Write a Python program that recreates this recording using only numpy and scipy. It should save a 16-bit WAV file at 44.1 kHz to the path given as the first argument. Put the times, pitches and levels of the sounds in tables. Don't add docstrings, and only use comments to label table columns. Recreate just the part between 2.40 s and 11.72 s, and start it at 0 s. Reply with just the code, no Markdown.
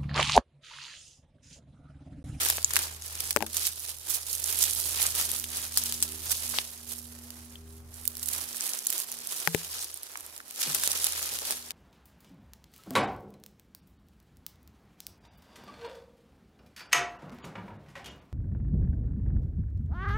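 import sys
import numpy as np
from scipy import signal
from scipy.fft import rfft, irfft, next_fast_len
from scipy.io import wavfile
from scipy.ndimage import map_coordinates

SR = 44100
rng = np.random.default_rng(int(sys.argv[2]) if len(sys.argv) > 2 else 0)


def store_pcm(level_fs):
    pcm = np.round(np.clip(level_fs, -1, 1) * 32767).astype(np.int16)
    wavfile.write(sys.argv[1], SR, np.atleast_2d(pcm).T)


N = 411012

# (frequency [Hz], density [dB per Hz])
AIR = [(20, -23), (55, -7), (110, -28), (200, -11), (400, -10), (900, -10), (2500, -25), (15000, -40)]
# (frequency [Hz], density [dB per Hz])
RUMBLE = [(20, -16.5), (45, -21.5), (78, -14.5), (115, -15), (170, -22.5), (400, -47)]
# (frequency [Hz], density [dB per Hz])
CRISP = [(500, -17.5), (1500, -16), (3000, -1), (5000, 1), (8000, -0.5), (10500, 2), (13000, -1),
         (15500, -7)]
# (frequency [Hz], density [dB per Hz])
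DEEP = [(60, -36), (180, -8.5), (350, 3.5), (600, 3), (1000, 3), (1800, 2.5), (3000, -5), (6000, 0.5),
        (14000, -14)]
# (frequency [Hz], likeness [-1 to 1])
ALIKE = [(60, 0.57), (290, 0.53), (640, 0.47), (1400, 0.035), (3000, 0.16), (15000, 0.13)]
# (time [s], fundamental [dB], third harmonic [dB], faint overtones [dB])
HUM = [(0, -49, -69, -71), (.7, -51.5, -75, -73), (1.1, -52.5, -63, -70), (1.65, -59.5, -91, -97),
       (2.2, -51, -70, -68.5), (2.65, -49.5, -68, -71), (3.05, -52.5, -57.5, -62), (3.3, -52, -62.5, -71),
       (3.5, -51.5, -53.5, -62.5), (3.75, -50, -56, -61), (3.9, -49.5, -68, -72), (4.1, -52.5, -54, -63),
       (4.33, -60, -66, -75), (4.55, -54, -54, -68), (4.75, -54, -51, -69), (5.05, -54, -52.5, -69),
       (5.35, -49, -57.5, -65), (5.55, -51.5, -62, -75), (5.8, -55, -58, -67), (5.98, -53, -59.5, -71),
       (6.3, -83, -64.5, -70.5), (6.58, -80, -71, -72.5), (6.75, -70, -63, -66.5), (6.97, -75, -72, -71),
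       (7.3, -59, -78, -85), (7.55, -68, -92, -89), (7.67, -78, -98, -96), (7.85, -65, -80, -84),
       (8.12, -79, -73, -90), (8.35, -60, -64, -81), (8.75, -56.5, -75, -81), (9.15, -64.5, -61.5, -73)]
# (multiple of the fundamental, level on top of the hum's column [dB])
OVERTONES = [(2, -3), (4, -5), (5, -2.5)]
# (time [s], level [dB], boom pitch [Hz], boom t60 [s])
THUDS = [(8.263, -39.5, 147, 0.23)]
# (time [s], overall level [dB], tick [Hz], left-right of the contact [dB],
# case ring [dB], centre of the ring [Hz], thump [dB], branch pitch [Hz], branch ring [dB])
KNOCKS = [(0.9628, 6.5, 1260, 25, -13.5, 585, -40, 326, -40),
          (.971, -6.5, 2150, 24, -6, 414, -27, 315, -34), (1.0064, -17, 2700, 28, -2, 900, -14, 327, -13),
          (1.015, -21, 1200, 14, -7, 760, -25, 221.6, -5), (1.0249, -5.5, 2600, 28, -5, 730, -18, 226, -33),
          (1.0326, -27, 1200, 18, 9, 383, -5, 317, -14), (1.044, -27, 1100, 27, 0, 760, -20, 220, -9),
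          (7.0747, 2.5, 1730, 20, -12, 1050, -39, 166.3, -23.5),
          (7.1476, -3, 1940, 17, -6, 430, 0, 166.6, -26.5)]
# (frequency [Hz], typical relative level [dB], t60 [s])
CASE = [(228, -9, 0.038), (314, -11.5, 0.049), (423, -5.5, 0.029), (471, -38, 0.26), (580, -8, .022),
        (700, -15, 0.035), (823, -10, 0.034), (860, -13, 0.035), (963, -13, 0.025), (1590, -5.5, 0.025)]
# (multiple of its pitch, relative level [dB], t60 [s])
BRANCH = [(1, -8.5, 0.29), (2.74, -22, 0.31)]
# (time [s], peak [dB], pitch [Hz], left-right [dB])
STICKS = [(0.1001, -24, 700, 0), (0.1827, -22, 600, -1), (3.3733, -23.5, 1020, 6), (4.186, -19.5, 700, -2),
          (8.4758, -31, 400, 0)]
# (time [s], level before snaps() trims it [dB],
# pitch [Hz], resonance [Q], left-right [dB], t60 [s])
SNAPS = [(.0166, -21, 8500, 0.23, 6, 0.015), (.05, -19, 6300, 0.2, -4, 0.0027),
         (.0874, -20, 7900, 0.21, 9, 0.004), (.17, -24, 9300, 0.46, -2, .004),
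         (.101, -11.5, 10600, 0.29, -2, 0.0086), (.1825, -30, 2000, 0.46, 4, 0.0086),
         (.2286, -29, 8700, 0.43, -1, .005), (.2456, -10.5, 6800, 4.1, -1, 0.0015),
         (.307, -23, 5000, 0.34, -2, 0.028), (.336, -20, 3970, 0.056, 7, 0.0065),
         (.3579, -20, 5900, 0.26, -14, 0.0072), (.366, -11.5, 4340, 0.19, 4, 0.0077),
         (.371, -20, 8000, 0.3, -5, 0.003), (.391, -19, 6500, 0.15, 1, 0.0039),
         (.622, -32, 5570, 0.86, 3, 0.0061), (.6609, -30, 10600, 0.57, -3, 0.0043),
         (.6797, -35, 9200, 0.5, -9, .004), (.754, -30, 9000, .6, -4, .004),
         (.8044, -20, 6000, 0.31, 0, 0.013), (.9073, -16, 6700, 0.26, -5, 0.023),
         (.9286, -28, 7160, 0.91, 5, 0.0062), (1.0643, -27, 3670, 0.17, 2, 0.033),
         (1.1445, -24, 9000, 0.28, -1, 0.027), (1.1518, -37, 8600, .5, -4, 0.004),
         (1.168, -17, 7800, 0.55, -6, 0.018), (1.2693, -22, 9000, .6, -14, 0.0026),
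         (1.275, -24.5, 8300, 0.2, -12, .013), (1.3962, -30.5, 10000, 0.53, -3, 0.0037),
         (1.4512, -33, 8000, 0.46, -3, .004), (1.4925, -30.5, 8300, 0.51, -12, 0.017),
         (1.5859, -40, 11000, 0.64, -13, .004), (1.9295, -25.5, 10500, 0.68, -15, 0.015),
         (1.9513, -26.5, 8000, 0.88, -14, 0.014), (2.0417, -23, 7660, 1.2, -11, 0.0034),
         (2.1272, -27, 10000, .6, -11, .003), (2.1461, -31, 9000, 0.66, -7, 0.0094),
         (2.1809, -30, 7500, 0.58, -9, .012), (2.2276, -15.5, 8200, 0.95, -10, 0.0091),
         (2.2386, -17, 11500, 0.27, -13, 0.0091), (2.3496, -26, 10000, 0.84, -12, .009),
         (2.4007, -22, 9900, 0.47, -5, 0.012), (2.473, -28, 9500, 0.65, 2, .007),
         (2.6174, -18, 6300, 0.26, 1, 0.024), (2.6274, -19.5, 9600, 0.91, -11, 0.012),
         (2.6611, -23, 7900, 0.57, -2, 0.011), (2.6667, -18.5, 8200, 1.6, -8, 0.0051),
         (2.7054, -29, 7000, 0.95, 5, .004), (2.7127, -33, 8000, .6, -4, .003),
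         (2.752, -23.5, 9000, 0.7, -5, .005), (2.7594, -24.5, 9000, 0.68, -3, .004),
         (2.7991, -22, 7200, 0.081, 4, 0.0044), (2.813, -22.5, 9000, .5, -3, .005),
         (2.8915, -30, 10000, .6, -9, .004), (2.9163, -19, 9350, 0.6, 2, 0.0035),
         (2.9537, -30, 9000, .6, -4, .004), (2.9627, -24.5, 9000, 0.52, -2, .005),
         (2.9893, -29, 11000, .8, -4, .004), (2.9986, -26.5, 10600, 0.7, -12, .005),
         (3.0417, -24.5, 7500, 0.28, -1, 0.004), (3.1712, -24, 9200, .5, 3, 0.0071),
         (3.1805, -28, 9000, .6, 0, 0.0032), (3.2223, -35, 10400, .5, 1, 0.0018),
         (3.3735, -11, 8500, 0.52, -2, 0.014), (3.4378, -21, 9000, 0.69, -4, .004),
         (3.459, -28, 9700, 0.54, -3, 0.003), (3.48, -40, 8000, .5, 2, .004),
         (3.5244, -21.5, 5500, 0.27, 1, 0.0024), (3.5482, -31, 8000, .6, -4, .004),
         (3.6038, -30, 7000, 0.36, -1, .004), (3.6261, -12, 9700, 0.3, 9.5, 0.0011),
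         (3.6902, -34, 9000, 0.47, -9, .006), (3.7208, -32, 9000, 0.41, -9, .006),
         (3.8351, -42, 9000, 0.65, -6, .004), (3.9167, -17, 8200, 0.26, -10, 0.034),
         (4.1861, -16, 2900, 1.1, 2, 0.0075), (4.5351, -39, 9000, 0.68, -4, .004),
         (4.7894, -43, 8000, 0.54, -5, .004), (4.9051, -35, 8000, 0.39, -12, .004),
         (5.156, -39, 3250, 3.7, 6.5, 0.0077), (5.542, -40.5, 9000, 0.83, -12, 0.0074),
         (5.6438, -43, 8000, 0.71, -3, .005), (5.654, -25, 11000, 0.37, -2, .006),
         (5.6775, -21, 11300, 1.1, -20, 0.0041), (5.7534, -33, 8000, 0.45, -3, 0.005),
         (5.7698, -28.5, 10800, 0.29, -5, 0.0042), (5.7955, -31.5, 7000, 0.94, 0, .003),
         (5.829, -22, 8200, 0.52, -3, 0.057), (5.8588, -29, 9500, 0.87, -16, .02),
         (5.873, -29, 10000, 0.82, -9, 0.011), (5.885, -29, 8000, 0.67, -18, 0.0071),
         (5.8881, -22, 9350, 0.49, -9.5, 0.009), (5.9137, -33, 10000, 0.76, -3, .005),
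         (5.9493, -28, 8000, 0.39, 1, 0.007), (5.9835, -30, 9000, 0.85, -7, .004),
         (6.0067, -33, 9500, 0.58, -2, .003), (6.0412, -34, 9000, 0.9, -5, 0.0032),
         (6.0887, -33, 9000, .6, -6, .004), (6.1686, -28, 9800, 0.85, -4, 0.0056),
         (6.2081, -22, 6330, 1.2, -1, 0.0031), (6.2193, -33, 7000, .6, -9, .003),
         (6.2692, -36, 11000, 0.95, -9, 0.0061), (6.2772, -29, 9000, 0.43, -7, 0.0082),
         (6.2927, -26, 8000, 0.72, -4, .004), (6.3347, -24, 5900, 2.5, 4, 0.0048),
         (6.39, -26, 6200, 1, 0, 0.0058), (6.4082, -39, 8000, 0.74, -1, 0.0024),
         (6.45, -32, 11000, 0.48, -5, 0.0052), (6.4588, -33, 7000, 0.54, 0, 0.0036),
         (6.4684, -20.5, 5500, 0.89, -5, 0.0029), (6.4701, -16, 12200, 0.99, 0, 0.0071),
         (6.503, -18.5, 12000, 0.51, -8, 0.0073), (6.5266, -24.5, 9500, 0.32, -9, .009),
         (6.5333, -26, 10900, 0.61, -10, .01), (6.5802, -21.5, 11000, 0.62, -4.5, 0.0044),
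         (6.6016, -25, 10600, 0.97, -12, .006), (6.6201, -30, 10000, 0.76, -10, .003),
         (6.7174, -27, 9500, 0.99, -6, 0.0084), (6.7248, -28, 8000, .6, -2, 0.0044),
         (6.7413, -34, 10000, 0.68, -5, .004), (6.7886, -32, 9000, .6, -4, .004),
         (6.8724, -26, 10100, 1.7, -9, .004), (6.9235, -26.5, 10000, 0.93, -5, 0.0043),
         (6.9628, -30, 10200, 0.61, 1, 0.0083), (7.001, -28, 8000, 0.7, -1, 0.028),
         (7.2467, -32, 6800, .4, -7, .01), (7.4442, -26.5, 9400, 0.49, -4, 0.0037),
         (7.5152, -39, 9000, 0.73, -6, .003), (7.5424, -30, 10800, 4.2, -10, .003),
         (7.5742, -33, 9200, .5, -5, .004), (7.6324, -28.5, 11400, 0.58, -3, 0.0025),
         (7.7175, -41, 10000, .6, -4, .003), (7.756, -30, 1210, 1.3, -1, 0.0058),
         (7.774, -32, 9700, 1, -8, .003), (7.7987, -41, 10000, .6, -6, .003),
         (7.8077, -33, 10000, .6, -3, .003), (7.8643, -35, 9000, .6, -2, .003),
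         (7.9642, -36, 9000, .6, -7, .003), (7.9788, -34, 10000, .6, -5, .003),
         (8.003, -36, 1460, 1.9, 1, 0.0025), (8.1098, -31, 6440, 0.095, -2, 0.0044),
         (8.16, -34, 7770, .4, -6, .01), (8.321, -26, 9100, .4, 1, .008),
         (8.3472, -18, 11500, 0.11, 3, 0.016), (8.3776, -32, 9000, .6, -5, .004),
         (8.3986, -28, 10800, .5, -10, 0.0036), (8.4258, -28, 8000, .6, -1, .004),
         (8.436, -17.5, 5500, 0.074, -2, 0.013), (8.4758, -17, 9400, 0.35, -8, 0.0035),
         (8.517, -18, 9700, 0.56, -4, .003), (8.623, -32, 10000, .6, -2, .003),
         (8.6437, -15.5, 9300, 1.2, -8, 0.0025), (8.649, -21, 9500, 0.44, 2, .008),
         (8.6679, -17, 7400, 0.38, -1, 0.011), (8.7229, -23.5, 8000, 0.91, -3, .006),
         (8.7751, -31, 8000, 0.55, -4, .003), (8.8281, -29, 8000, 0.42, 1, .004),
         (8.9882, -25, 7300, 0.21, 0, 0.0059), (9.1078, -19, 7660, 0.33, 0, 0.0088),
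         (9.1233, -28, 8000, 0.38, -2, 0.0037), (9.1639, -40, 6000, .6, 1, .004),
         (9.3072, -26, 4940, 0.51, 4, 0.0031)]
# (frequency [Hz], gain [dB])
SNAP_TONE = [(200, -11), (1000, 4.5), (3000, 0), (5000, -2), (9800, 2), (12500, 1.5), (15500, -1.5)]
# (time [s], level before crumples() trims it [dB],
# pitch [Hz], left-right [dB], length [s])
CRUMPLES = [(0.363, -27, 2120, 13, 0.009), (0.417, -21, 7960, -2, 0.041), (1.238, -20, 6600, -2, 0.059),
            (1.695, -23, 11200, -20, 0.035), (1.74, -16, 10500, -8, 0.027), (2.213, -20, 9100, -14, 0.051),
            (2.8, -23, 9000, 7, 0.02), (3.372, -13.5, 9150, 2, 0.027), (3.625, -13, 9000, -4, 0.019),
            (3.905, -17, 10700, -11, .025), (4.136, -30, 890, -3, 0.018), (4.14, -25, 5200, 3, 0.039),
            (4.156, -26.5, 4200, 3, 0.068), (5.933, -13, 9000, -7, 0.0056), (8.215, -15, 6000, -4, 0.0081),
            (8.226, -15.5, 5550, -1, 0.023), (8.346, -9.5, 10200, -1, 0.011), (9.012, -34.5, 670, 2, 0.034),
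            (9.102, -28, 540, 5, 0.01)]
# (time of full strength [s], hold [s], crisp leaves [dB],
# deep pressed litter [dB], left-right of the treble before litter() leans it right [dB])
STROKES = [(0.0, 0.11, -29, -42, -4.5), (0.351, 0.03, -35.5, -44, -11), (0.441, 0.03, -41, -49, 0),
           (0.653, 0.13, -43.5, -53.5, -4), (0.804, 0.08, -38, -51, -7), (1.168, 0.1, -32.5, -48.5, -8),
           (1.446, 0.06, -38.5, -55, -9), (1.701, 0.06, -34.5, -48, -11), (1.89, 0.19, -36, -52.5, -11),
           (2.083, 0.44, -34.0, -49, -12.5), (2.214, 0.026, -28.0, -48, -9),
           (2.582, 0.08, -29.5, -43.5, -7), (2.79, 0.03, -28.5, -43.5, -5.5), (2.928, 0.025, -36, -50, -16),
           (3.14, 0.1, -36.5, -48, -8), (3.353, 0.19, -34, -50.5, -3.5), (3.623, 0.25, -43.5, -55, -13),
           (3.904, 0.02, -30, -46, -4), (3.997, 0.2, -37, -51, -11), (4.277, 0.12, -48.5, -58.5, -5),
           (4.502, 0.03, -40, -55, -16), (4.703, 0.42, -54.5, -60, -12.5), (5.303, 0.07, -59, -83, -16.5),
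           (5.568, 0.32, -49.5, -58, -17.5), (5.92, 0.11, -37.5, -48, -15.5), (6.107, 0.1, -40, -52, -9),
           (6.236, 0.125, -37.5, -49, -13), (6.525, 0.07, -35.5, -49, -9), (6.676, 0.16, -45, -54, -6),
           (6.916, 0.13, -37.5, -50, -10), (7.133, 0.17, -39.5, -52, -2), (7.34, 0.1, -37, -50.5, -1.0),
           (7.581, 0.4, -51, -56, -13.5), (8.086, 0.026, -51.5, -59, -13), (8.207, 0.18, -34, -46, 1),
           (8.441, 0.24, -32, -45.5, -3), (8.747, 0.21, -33.5, -46.5, -1.5), (9.068, 0.055, -33.5, -46, 0),
           (9.297, 0.04, -46.5, -54, 5)]

TOP_HZ = 15650
THUMP_HZ, THUMP_S = 194, 0.0052
ATTACK_S, RELEASE_S = 0.33, 0.3
SETTLE_DB, SETTLE_S = -7, 1.6
STIR_DB = -65
STALK_DB, STALK_PRESS_DB, STALK_GROWS = -0.5, -50.5, 0.53
TWIGLET_DB, TWIGLET_GROWS, TWIGLET_SPREAD_DB = -34.5, 0.8, 1.5
TWIGLET_HZ, TWIGLET_Q, TWIGLET_S = 10500, 1, 0.027
BREAK_SIZE = 3.9
SNAP_BODY = 0.29


def amp(db):
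    return 10 ** (np.asarray(db) / 20)


def decay(t, t60):
    return amp(-60 * t / t60)


def unit(x):
    return x / np.sqrt(np.mean(x ** 2) + 1e-20)


def along(points, hz):
    f, v = np.transpose(points)
    return np.interp(np.log(hz + 1), np.log(f), v)


def curves(rows):
    s, *cols = np.transpose(rows)
    return [np.interp(np.arange(N) / SR, s, c) for c in cols]


def wobble(rate):
    knots = rng.standard_normal(8192)
    return map_coordinates(knots, [np.arange(N) * rate / SR], mode="mirror")


def filtered(x, response):
    n = x.shape[-1]
    m = next_fast_len(n + 4096)
    return irfft(rfft(x, m) * response(np.fft.rfftfreq(m, 1 / SR)), m)[..., :n]


def resonance(f, hz, q):
    return 1j * f * hz / q / (hz * hz - f * f + 1j * f * hz / q)


def sides(pan_db):
    return amp(np.reshape([pan_db / 2, -pan_db / 2], (2, -1)))


def add(track, s, sound):
    i = max(0, round(s * SR))
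    track[:, i:i + sound.shape[1]] += sound[:, :N - i]


def rush(spectrum):
    def mid_and_side(hz):
        turn = np.arccos(np.clip(along(ALIKE, hz), -1, 1)) / 2
        return amp(along(spectrum, hz)) * [np.cos(turn), np.sin(turn)]

    mid, side = filtered(rng.standard_normal((2, N)), mid_and_side)
    return unit(np.array([mid + side, mid - side]))


def scatter(x, t60, wet_db):
    t = np.arange(SR // 8) / SR
    tail = rng.standard_normal((2, len(t))) * decay(t, t60) * (t > .001)
    tail /= np.linalg.norm(tail, axis=1, keepdims=True)
    mono = x[::-1] / 2 + x / 2
    return x + amp(wet_db) * signal.fftconvolve(mono, tail, axes=1)[:, :N]


def still_air():
    return amp(-64.5) * rush(AIR)


def hum():
    low_db, third_db, faint_db = curves(HUM)
    pitch_hz = 80.15 + 0.23 * wobble(4.6)
    phase = 2 * np.pi * np.cumsum(pitch_hz) / SR
    faint = sum(amp(faint_db + db + 3.4 * wobble(4.0)) * np.sin(round(k) * phase) for k, db in OVERTONES)
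    third = amp(third_db + 1.3 * wobble(9)) * np.sin(3 * phase)
    fundamental = np.sqrt(2) * amp(0.47 * wobble(11.0)) * np.sin(phase)
    low = fundamental + amp(-8.0) * rush(RUMBLE)
    return amp(low_db) * low + np.sqrt(2) * (third + faint)


def thuds():
    out, t = np.zeros((2, N)), np.arange(SR // 3) / SR
    for s, db, hz, t60 in THUDS:
        dull = filtered(rng.standard_normal(len(t)), lambda f: resonance(f, 180, 0.99) ** 2)
        puff = unit(dull) * decay(t, 0.26)
        boom = np.sin(2 * np.pi * hz * t) * decay(t, t60) * (1 - np.exp(-t / 0.02))
        add(out, s, amp(db) * sides(0) * (amp(-3.0) * puff + amp(3.5) * boom))
    return out


def knocks():
    out, t = np.zeros((2, N)), np.arange(SR // 3) / SR

    def ring(hz, db, t60):
        return np.sin(2 * np.pi * hz * t) * amp(db) * decay(t, t60)

    def bass_cut(f):
        return resonance(f, 90, 0.8) * 1j * f * 0.8 / 90

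    for s, db, hz, pan_db, case_db, ring_hz, thump_db, branch_hz, branch_db in KNOCKS:
        tick = np.cos(2 * np.pi * hz * t) * decay(t, 0.003)
        grit = amp(-6.5) * rng.standard_normal(len(t)) * decay(t, 0.004)
        strike = amp(-8) * (t == 0)
        muffled = lambda f: resonance(f, hz, 0.039) * (1 - 0.2 * resonance(f, 1270, 14))
        contact = filtered(amp(-2.5) * tick + grit + strike, muffled)
        modes = sum(ring(f, level + rng.normal(0, 1), t60) for f, level, t60 in CASE)
        case = amp(case_db) * filtered(modes, lambda f: resonance(f, ring_hz, 3.2))
        branch = sum(ring(k * branch_hz, branch_db + level, t60) for k, level, t60 in BRANCH)
        body = filtered(case + branch + ring(THUMP_HZ, thump_db, THUMP_S), bass_cut)
        add(out, s, amp(db) * (contact * amp([[0], [-pan_db]]) + body * amp([[0], [-8]])))
    return out


def sticks():
    out, pulse = np.zeros((2, N)), signal.unit_impulse(SR // 30)
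    for s, db, hz, pan_db in STICKS:
        pop = filtered(pulse, lambda f: resonance(f, hz, 0.41) ** 2)
        add(out, s, amp(db) * sides(pan_db) * pop / np.abs(pop).max())
    return out


def twiglets(crisp_db, pan_db, count):
    chance = np.cumsum(amp(crisp_db / 2))
    draws = (np.arange(count) + rng.random(count)) / count
    at = np.searchsorted(chance / chance[-1], draws)
    level_db = TWIGLET_DB + TWIGLET_GROWS * (crisp_db - np.median(crisp_db))
    rows = []
    for i, (size, pitch, side) in zip(at, rng.standard_normal((count, 3))):
        db = level_db[i] + TWIGLET_SPREAD_DB * size
        hz = TWIGLET_HZ * np.exp(.22 * pitch)
        rows.append((i / SR, db, hz, TWIGLET_Q, pan_db[i] + 3 * side, TWIGLET_S))
    return rows


def snaps(twigs):
    out, t = np.zeros((2, N)), np.arange(SR // 30) / SR
    for s, db, hz, q, pan_db, t60 in twigs:
        fade = decay(t, t60) + amp(-34) * decay(t, 0.03)
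        shared = rng.standard_normal(len(t)) * fade + BREAK_SIZE * (t == 0)
        lag = rng.integers(0, 13)
        own = 1.24 * fade * rng.standard_normal((2, len(t)))
        burst = np.array([np.roll(shared, lag), shared]) + own

        def colour(f):
            thin = f ** 2 / (f ** 2 + 1300 ** 2)
            peak = resonance(f, hz, q)
            return peak * (peak * thin + SNAP_BODY) * amp(along(SNAP_TONE, f))

        crack = filtered(burst, colour)
        add(out, s, amp(db - 13.0) * sides(pan_db) * np.array([unit(c) for c in crack]))
    return out


def crumples():
    out, t = np.zeros((2, N)), np.arange(SR // 10) / SR
    for s, db, hz, pan_db, length in CRUMPLES:
        u = 4 * t / length
        give = np.repeat(rng.standard_normal(len(t)), 32)[:len(t)]
        noise = rng.standard_normal((2, len(t))) * amp(2.9 * give)
        run = filtered(noise, lambda f: resonance(f, hz, 0.53) ** 2)
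        add(out, s, amp(db - 9.0) * sides(pan_db) * unit(run) * u * np.exp(1 - u))
    return out


def strides():
    t = np.arange(0, N / SR, .002)
    start, hold, crisp_db, deep_db, pan_db = np.transpose(STROKES)[:, :, None]
    before, after = np.maximum(start - t, 0), np.maximum(t - start - hold, 0)
    settling = amp(SETTLE_DB) * decay(after, SETTLE_S)
    shape = decay(before, ATTACK_S) * np.hypot(decay(after, RELEASE_S), settling)
    crisp, deep = (amp(crisp_db) * shape) ** 2, (amp(deep_db) * shape) ** 2
    bearing_db = (pan_db * crisp).sum(0) / crisp.sum(0)
    crisp_level_db = 10 * np.log10(crisp.sum(0))
    deep_level_db = 10 * np.log10(deep.sum(0) + amp(STIR_DB) ** 2)
    return curves(np.transpose([t, crisp_level_db, deep_level_db, bearing_db]))


def fractures(pitch_hz, spread, q, t60, size_db, clump_db, count, size=192):
    chance = np.cumsum(amp(clump_db * wobble(45)))
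    start = np.searchsorted(chance / chance[-1], rng.random(count))
    pitch, life, pan, lag = rng.standard_normal((count, 4)).T
    strength = amp(size_db * (rng.exponential(size=count) % 3))
    fade = decay(np.arange(size) / SR, t60 * np.exp(0.65 * life[:, None]))
    burst = rng.standard_normal((count, size)) * fade
    colour = resonance(np.fft.rfftfreq(size, 1 / SR), pitch_hz * np.exp(spread * pitch[:, None]), q)
    grain = irfft(rfft(burst) * colour)
    grain *= (strength / np.linalg.norm(grain, axis=1))[:, None]
    delay = np.clip(np.round(10 + 5 * lag), -15, 15).astype(int)
    where = np.abs([start + delay, start])[:, :, None] + np.arange(size)
    tracks = [np.bincount(w.ravel(), (grain * g[:, None]).ravel(), N)[:N]
              for w, g in zip(where, sides(3 * pan))]
    return unit(np.array(tracks))


def swish():
    diffuse, direct = rush(CRISP), rush(CRISP)[0]
    return unit(diffuse + amp(-7) * np.array([np.roll(direct, 12), direct]))


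def litter(crisp_db, deep_db, pan_db):
    def leaf_tone(hz):
        return amp(along(CRISP, hz))

    catch = amp(2.3 * wobble(90) + 2.1 * wobble(350))
    crackle = fractures(pitch_hz=8000, spread=0.35, q=1.4, t60=0.0055, size_db=5.0, clump_db=3, count=4500)
    crackle = unit(filtered(scatter(crackle, t60=0.04, wet_db=-6), leaf_tone))
    buckles = fractures(pitch_hz=8300, spread=0.15, q=1.0, t60=0.018, size_db=2.5, clump_db=2,
                        count=650, size=768)
    buckles = unit(filtered(buckles, leaf_tone))
    leaves = amp(-5.2) * catch * swish() + amp(-5.0) * crackle + amp(-7.8) * buckles
    crisp = amp(crisp_db) * leaves
    treble = filtered(crisp, lambda hz: 1 - 1 / (1 + (hz / 7800) ** 6))
    treble_shift = (sides(pan_db) * amp([[-2], [1]]) - 1) * treble
    stalk_db = STALK_DB + STALK_GROWS * (deep_db - STALK_PRESS_DB)
    crunch = fractures(pitch_hz=2580, spread=0.47, q=2.5, t60=0.0035, size_db=0.5, clump_db=3, count=4500)
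    stalks = amp(stalk_db) * scatter(crunch, t60=.025, wet_db=-11.5)
    deep = amp(-1.0) * catch * rush(DEEP) + stalks
    return crisp + treble_shift + amp(deep_db) * deep


def scene():
    crisp_db, deep_db, pan_db = strides()
    breaking = snaps(SNAPS + twiglets(crisp_db, pan_db, count=70)) + sticks()
    cracks = scatter(breaking, t60=0.025, wet_db=-11)
    walk = scatter(litter(crisp_db, deep_db, pan_db) + cracks + crumples(), t60=0.24, wet_db=-16)
    return still_air() + hum() + thuds() + knocks() + walk


def record(dry):
    return filtered(np.clip(dry, -1, 1), lambda hz: 1 / np.sqrt(1 + (hz / TOP_HZ) ** 160))


dry = scene()
out = record(dry)
store_pcm(out)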